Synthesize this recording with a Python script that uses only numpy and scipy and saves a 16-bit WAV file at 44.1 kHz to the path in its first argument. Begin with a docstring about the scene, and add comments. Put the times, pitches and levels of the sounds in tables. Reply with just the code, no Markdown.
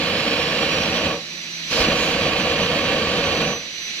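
"""A forced-air wok burner, close by in a steel kitchen. From the start a turbulent flame roars in its
iron well, while the blower hisses through the burner head and a thin whine climbs over a low hum.
At 1.2 s the flame dies away. At 1.7 s gas spurts in and lights with a whoomp and a soft thump;
near 2 s the jet sizzles and whistles as it settles. At 3.5 s the flame dies again; the blower runs on."""
import sys
import numpy as np
from scipy import signal
from scipy.fft import rfft, irfft
from scipy.io import wavfile

SR = 44100
rng = np.random.default_rng(int(sys.argv[2]) if len(sys.argv) > 2 else 0)


def generate_wav(sig):
    """Save sig (samples, or channels by samples) to the path in sys.argv[1] as 16-bit PCM at SR."""
    pcm = np.round(np.clip(np.atleast_2d(sig).T, -1, 1) * 32767).astype(np.int16)
    wavfile.write(sys.argv[1], SR, pcm)


N = 176400
T = np.arange(N) / SR


def amp(db):
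    """Amplitude ratio of a level: tenfold per 20 dB."""
    return 10 ** (np.asarray(db) / 20)

def unit(x):
    """Normalisation to rms 1."""
    return x / np.sqrt(np.mean(abs(x) ** 2) + 1e-20)

def curve(rows, column=1):
    """Linear interpolation of a table in time."""
    rows = np.array(rows)
    return np.interp(T, rows[:, 0], rows[:, column])

def over_hz(rows, hz, column=1):
    """Interpolation of a table in log frequency."""
    rows = np.array(rows)
    return np.interp(np.log(hz + 1), np.log(rows[:, 0]), rows[:, column])

def swell(centre_s, width_s, peak_db):
    """Gaussian envelope, down to 1/e at width_s from its centre."""
    return amp(peak_db) * np.exp(-((T - centre_s) / width_s) ** 2)

def drift(rate_hz):
    """Random fluctuation of rms 1: noise low-passed at about rate_hz."""
    hz = np.fft.rfftfreq(N, 1 / SR)
    white = rfft(rng.standard_normal(N))
    return unit(irfft(white * hz / (hz + 2) / (1 + (hz / rate_hz) ** 2), N))

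def scatter(rate_hz):
    """Rayleigh fading: a random amplitude and phase in each channel."""
    return np.array([drift(rate_hz) + 1j * drift(rate_hz) for _ in range(2)])

def resonance(hz, width_hz):
    """A noise-driven resonance gives a tone of wandering amplitude and phase."""
    return unit((scatter(width_hz) * np.exp(2j * np.pi * hz * T)).real)

def steel_reflections(hz, echo, decay_s=0.017):
    """Interference of early reflections from the steel range ripples the treble response."""
    taps = rng.standard_normal((2, N)) * np.exp(-T / decay_s) * (T > .001)
    treble = (hz ** 2 / (hz ** 2 + 1800 ** 2)) ** 2
    return unit(1 + echo * unit(rfft(taps)) * treble)

def turbulence(spectrum, field, echo, mono_below_hz=645):
    """Turbulent noise of rms 1 in two channels: below about 645 Hz both channels carry the same sound, while
    the treble spreads wide."""
    hz = np.fft.rfftfreq(N, 1 / SR)
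    common, independent = rfft(rng.standard_normal((2, N)))
    apart = hz ** 20 / (hz ** 20 + mono_below_hz ** 20)
    coherence = 1 - apart * (1 - np.clip(over_hz(field, hz), 0, 1))
    coherence = np.minimum(coherence, .999)
    left_lead = apart * over_hz(field, hz, column=2)
    balance = amp(apart * over_hz(field, hz, column=3))
    right = (coherence * common + np.sqrt(1 - coherence ** 2) * independent) * np.exp(-1j * left_lead)
    pair = np.array([common * balance, right]) / np.sqrt(1 + balance ** 2)
    return unit(irfft(pair * amp(over_hz(spectrum, hz)) * steel_reflections(hz, echo), N))


# Envelopes of the roar and of the jets' rush: t/s, level/dB
ROAR_LEVEL = [(0, -25), (.6, -25), (1.1, -23), (1.17, -29.5), (1.25, -46.5), (1.67, -62), (1.72, -27.5),
              (1.76, -26.5), (1.815, -19.5), (1.87, -20.5), (1.95, -23.3), (2.6, -23.5), (3.42, -23),
              (3.54, -26.5), (3.585, -38.5), (3.73, -50), (4, -64)]
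RUSH_LEVEL = [(0, -23), (.7, -22.5), (1.07, -23.5), (1.16, -32), (1.23, -45), (1.67, -41), (1.73, -19),
              (1.765, -24), (1.795, -21.5), (1.82, -18), (1.9, -22), (2.4, -23), (3.42, -23.5), (3.52, -28),
              (3.6, -40), (4, -57)]
# Spectra of the flame in its well and of the jets: f/Hz, relative density/dB
ROAR_SPECTRUM = [(20, -19), (45, -15), (85, -3), (120, -11), (165, 1.9), (190, -2), (215, -0.5),
                 (285, -4.5), (322, 1), (350, -8), (415, -9.5), (475, 5), (515, 0), (570, 3), (602, -8.5),
                 (628, 0), (680, -7.5), (765, -3), (855, -18), (915, -8.5), (1040, -13), (1125, -2),
                 (1300, -18), (1800, -13), (4000, -58)]
RUSH_SPECTRUM = [(300, -36), (1000, -9.5), (1340, -8), (1500, -6), (1800, -4), (2060, -6), (2200, -2),
                 (2480, 1), (2750, 0), (2930, 1), (3130, -1.5), (3330, -3.5), (3600, -6.5), (4100, -5),
                 (4700, -8), (5400, -18.5), (6800, -22.5), (7400, -23.5), (8300, -34), (9500, -36.5),
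                 (10100, -30), (11000, -34.5), (12200, -33), (13300, -36), (14650, -39), (15000, -29.5),
                 (15300, -44)]
# Stereo field of the flame: f/Hz, coherence, left lead/rad, left minus right/dB
FLAME_FIELD = [(450, 1, 3.5, 6), (710, 0.71, -0.5, -1.5), (1370, 1, 0.96, -.5), (2050, 0.39, -1.1, -5),
               (2760, 0.46, 1.0, -11.5), (3310, 0.96, 1.32, -6), (4680, 1, 2, -2), (6500, .25, 2.5, -2),
               (10000, .2, 1.5, -5.5), (15000, .2, 1.5, -5.5)]
def flame():
    """Combustion noise: the roar, coloured by the well's resonances, flickers with the jets' rush."""
    lick, flutter = drift(rate_hz=12), drift(rate_hz=90)
    roar_db = curve(ROAR_LEVEL) + 0.58 * lick + 0.58 * flutter
    rush_db = curve(RUSH_LEVEL) + 0.35 * lick + 0.76 * flutter
    roar = amp(roar_db) * turbulence(ROAR_SPECTRUM, FLAME_FIELD, echo=.4)
    rush = amp(rush_db) * turbulence(RUSH_SPECTRUM, FLAME_FIELD, echo=.67)
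    return roar + rush


# Envelope of the air hiss: t/s, level/dB
AIR_LEVEL = [(0, -35.5), (1.25, -33.5), (1.65, -30.5), (2.5, -34), (3.7, -32.5), (3.87, -29), (4, -29)]
# Spectrum of the air in the burner head: f/Hz, relative density/dB
AIR_SPECTRUM = [(25, -11), (60, -20), (118, -21), (160, 1), (190, -6), (222, 1), (270, -8.5), (330, -0.5),
                (415, -7), (570, -9), (612, -2), (720, -6.5), (1100, -7), (1450, -4.5), (1810, 4),
                (2150, 6), (2600, 7), (3350, 3.5), (4150, 9.5), (4700, -2), (5300, -3), (5900, 0),
                (6400, -10), (7300, -8.5), (8300, -24), (11000, -23.5), (14000, -33), (15000, -34),
                (15600, -55)]
# Stereo field of the air: f/Hz, coherence, left lead/rad, left minus right/dB
AIR_FIELD = [(500, 0.14, 3.4, -1), (900, 0.68, 1.8, -2.5), (1600, 0.17, 2.5, -3.5),
             (2550, 0.99, 1.57, -9.5), (4420, 0.34, 2.05, -5.5), (6760, 0.24, 0.51, -1.5),
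             (15000, .2, 2.3, 2)]
# Modes of the blower housing: f/Hz, width/Hz, level/dB
HOUSING_MODES = [(4180, 40, -48.5), (4640, 55, -50), (4810, 80, -50)]
def blower():
    """Flow noise: air forced through the burner head hisses, and the housing's modes ring faintly."""
    air = turbulence(AIR_SPECTRUM, AIR_FIELD, echo=1.0) * amp(curve(AIR_LEVEL) + .25 * drift(8))
    rings = sum(amp(db) * resonance(hz, width_hz) for hz, width_hz, db in HOUSING_MODES)
    return air + rings


# Whine of the blower climbing to speed: t/s, f/Hz, level/dB
WHINE_GLIDE = [(0, 5000, -50), (.2, 5300, -40), (.55, 5590, -41), (.8, 5760, -34.5), (1.07, 5855, -42.5),
               (1.35, 5925, -42), (1.66, 5975, -36.5), (2.05, 5860, -41), (2.3, 5932, -41),
               (2.6, 5950, -38.5), (2.8, 5968, -43), (3.35, 5994, -39.5), (3.52, 5990, -33),
               (3.72, 5999, -38.5), (3.85, 6001, -35), (4, 6000, -39)]
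def whine(waver_hz=2.5, octave_db=-25, left_lead_rad=.5, left_db=-2, echo=.32):
    """Multipath fading: the tone varies as the listener moves through its echoes; hot air scatters it."""
    phase = 2 * np.pi * np.cumsum(curve(WHINE_GLIDE) + waver_hz * drift(36)) / SR
    fundamental = np.exp(1j * np.array([phase + left_lead_rad, phase]))
    tone = fundamental + amp(octave_db) * np.exp(2j * phase)
    rush_db = curve(RUSH_LEVEL)
    heat = .75 * amp(rush_db - np.median(rush_db))  # the scattered share follows the flame
    paths = 1 + echo * scatter(rate_hz=4) + heat * scatter(rate_hz=8)
    paths /= np.sqrt(1 + 2 * echo ** 2 + 2 * heat ** 2)  # keeps the mean power
    level_db = curve(WHINE_GLIDE, column=2) + np.array([[left_db], [0]])
    return np.sqrt(2) * amp(level_db) * (tone * paths).real


# Envelope of the hum: t/s, level/dB
HUM_LEVEL = [(0, -43), (1.3, -48.5), (1.62, -46.5), (3.7, -66), (4, -60)]
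# Spectrum of the drone above it: f/Hz, relative density/dB
DRONE_SPECTRUM = [(120, -45), (228, 0), (285, -9), (335, -3.5), (500, -41)]
def hum(hz=167.4, waver_hz=3.3, waver_db=1, drone_db=-3.5):
    """Random modulation makes the blower's low tone waver; a band of noise shares its envelope."""
    phase = 2 * np.pi * np.cumsum(hz + waver_hz * drift(4.9)) / SR
    tone = np.sqrt(2) * amp(waver_db * drift(9)) * np.sin(phase)
    drone = amp(drone_db) * turbulence(DRONE_SPECTRUM, AIR_FIELD, echo=0)
    return amp(curve(HUM_LEVEL)) * (tone + drone)


# Envelopes of the gas spurt and of the rumble that swells to a whoomp: t/s, level/dB
SPURT_LEVEL = [(1.665, -43), (1.72, -27.5), (1.815, -24.5), (1.86, -39), (1.95, -56), (2.4, -70)]
WHOOMP_LEVEL = [(1.25, -66), (1.66, -58), (1.72, -41), (1.77, -44), (1.815, -33), (1.87, -31.5), (2.0, -39),
                (3.4, -52), (3.7, -57)]
# Spectra of the spurt and of the whoomp: f/Hz, relative density/dB
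SPURT_SPECTRUM = [(1500, -50), (4000, 8.5), (5800, 2), (8500, -17), (15000, -22)]
WHOOMP_SPECTRUM = [(20, 0), (55, 5), (100, 4), (200, 6), (400, -22), (2000, -70)]
def ignition(thump_s=1.815, thump_hz=58.4):
    """A combustion transient: gas spurts in and the cloud catches with a whoomp and a pressure pulse."""
    spurt = turbulence(SPURT_SPECTRUM, FLAME_FIELD, echo=1.0) * amp(curve(SPURT_LEVEL))
    whoomp = turbulence(WHOOMP_SPECTRUM, FLAME_FIELD, echo=0) * amp(curve(WHOOMP_LEVEL))
    thump = swell(thump_s, width_s=.013, peak_db=-20) * np.sin(2 * np.pi * thump_hz * (T - thump_s))
    return spurt + whoomp + thump


# Spectrum of the sizzle: f/Hz, relative density/dB
SIZZLE_SPECTRUM = [(3000, -28), (6600, 11), (8500, -9), (11000, -6), (15000, -13)]
def settling_jet():
    """Jet noise: a broadband sizzle and a narrowband whistle swell briefly as the flame settles."""
    sizzle = swell(2.04, width_s=.09, peak_db=-36.5) * turbulence(SIZZLE_SPECTRUM, FLAME_FIELD, echo=.7)
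    whistle = swell(2.02, width_s=.06, peak_db=-44) * resonance(hz=6620, width_hz=60)
    return sizzle + whistle


def scene():
    """Superposition: the sound pressures of all sources add."""
    return flame() + blower() + whine() + hum() + ignition() + settling_jet()

def record(dry, cutoff_hz=15600):
    """Band limiting by a linear-phase low-pass filter."""
    lowpass = signal.firwin(511, cutoff_hz, window=("kaiser", 9), fs=SR)
    return signal.oaconvolve(dry, lowpass[None], "same")


dry = scene()
out = record(dry)
generate_wav(out)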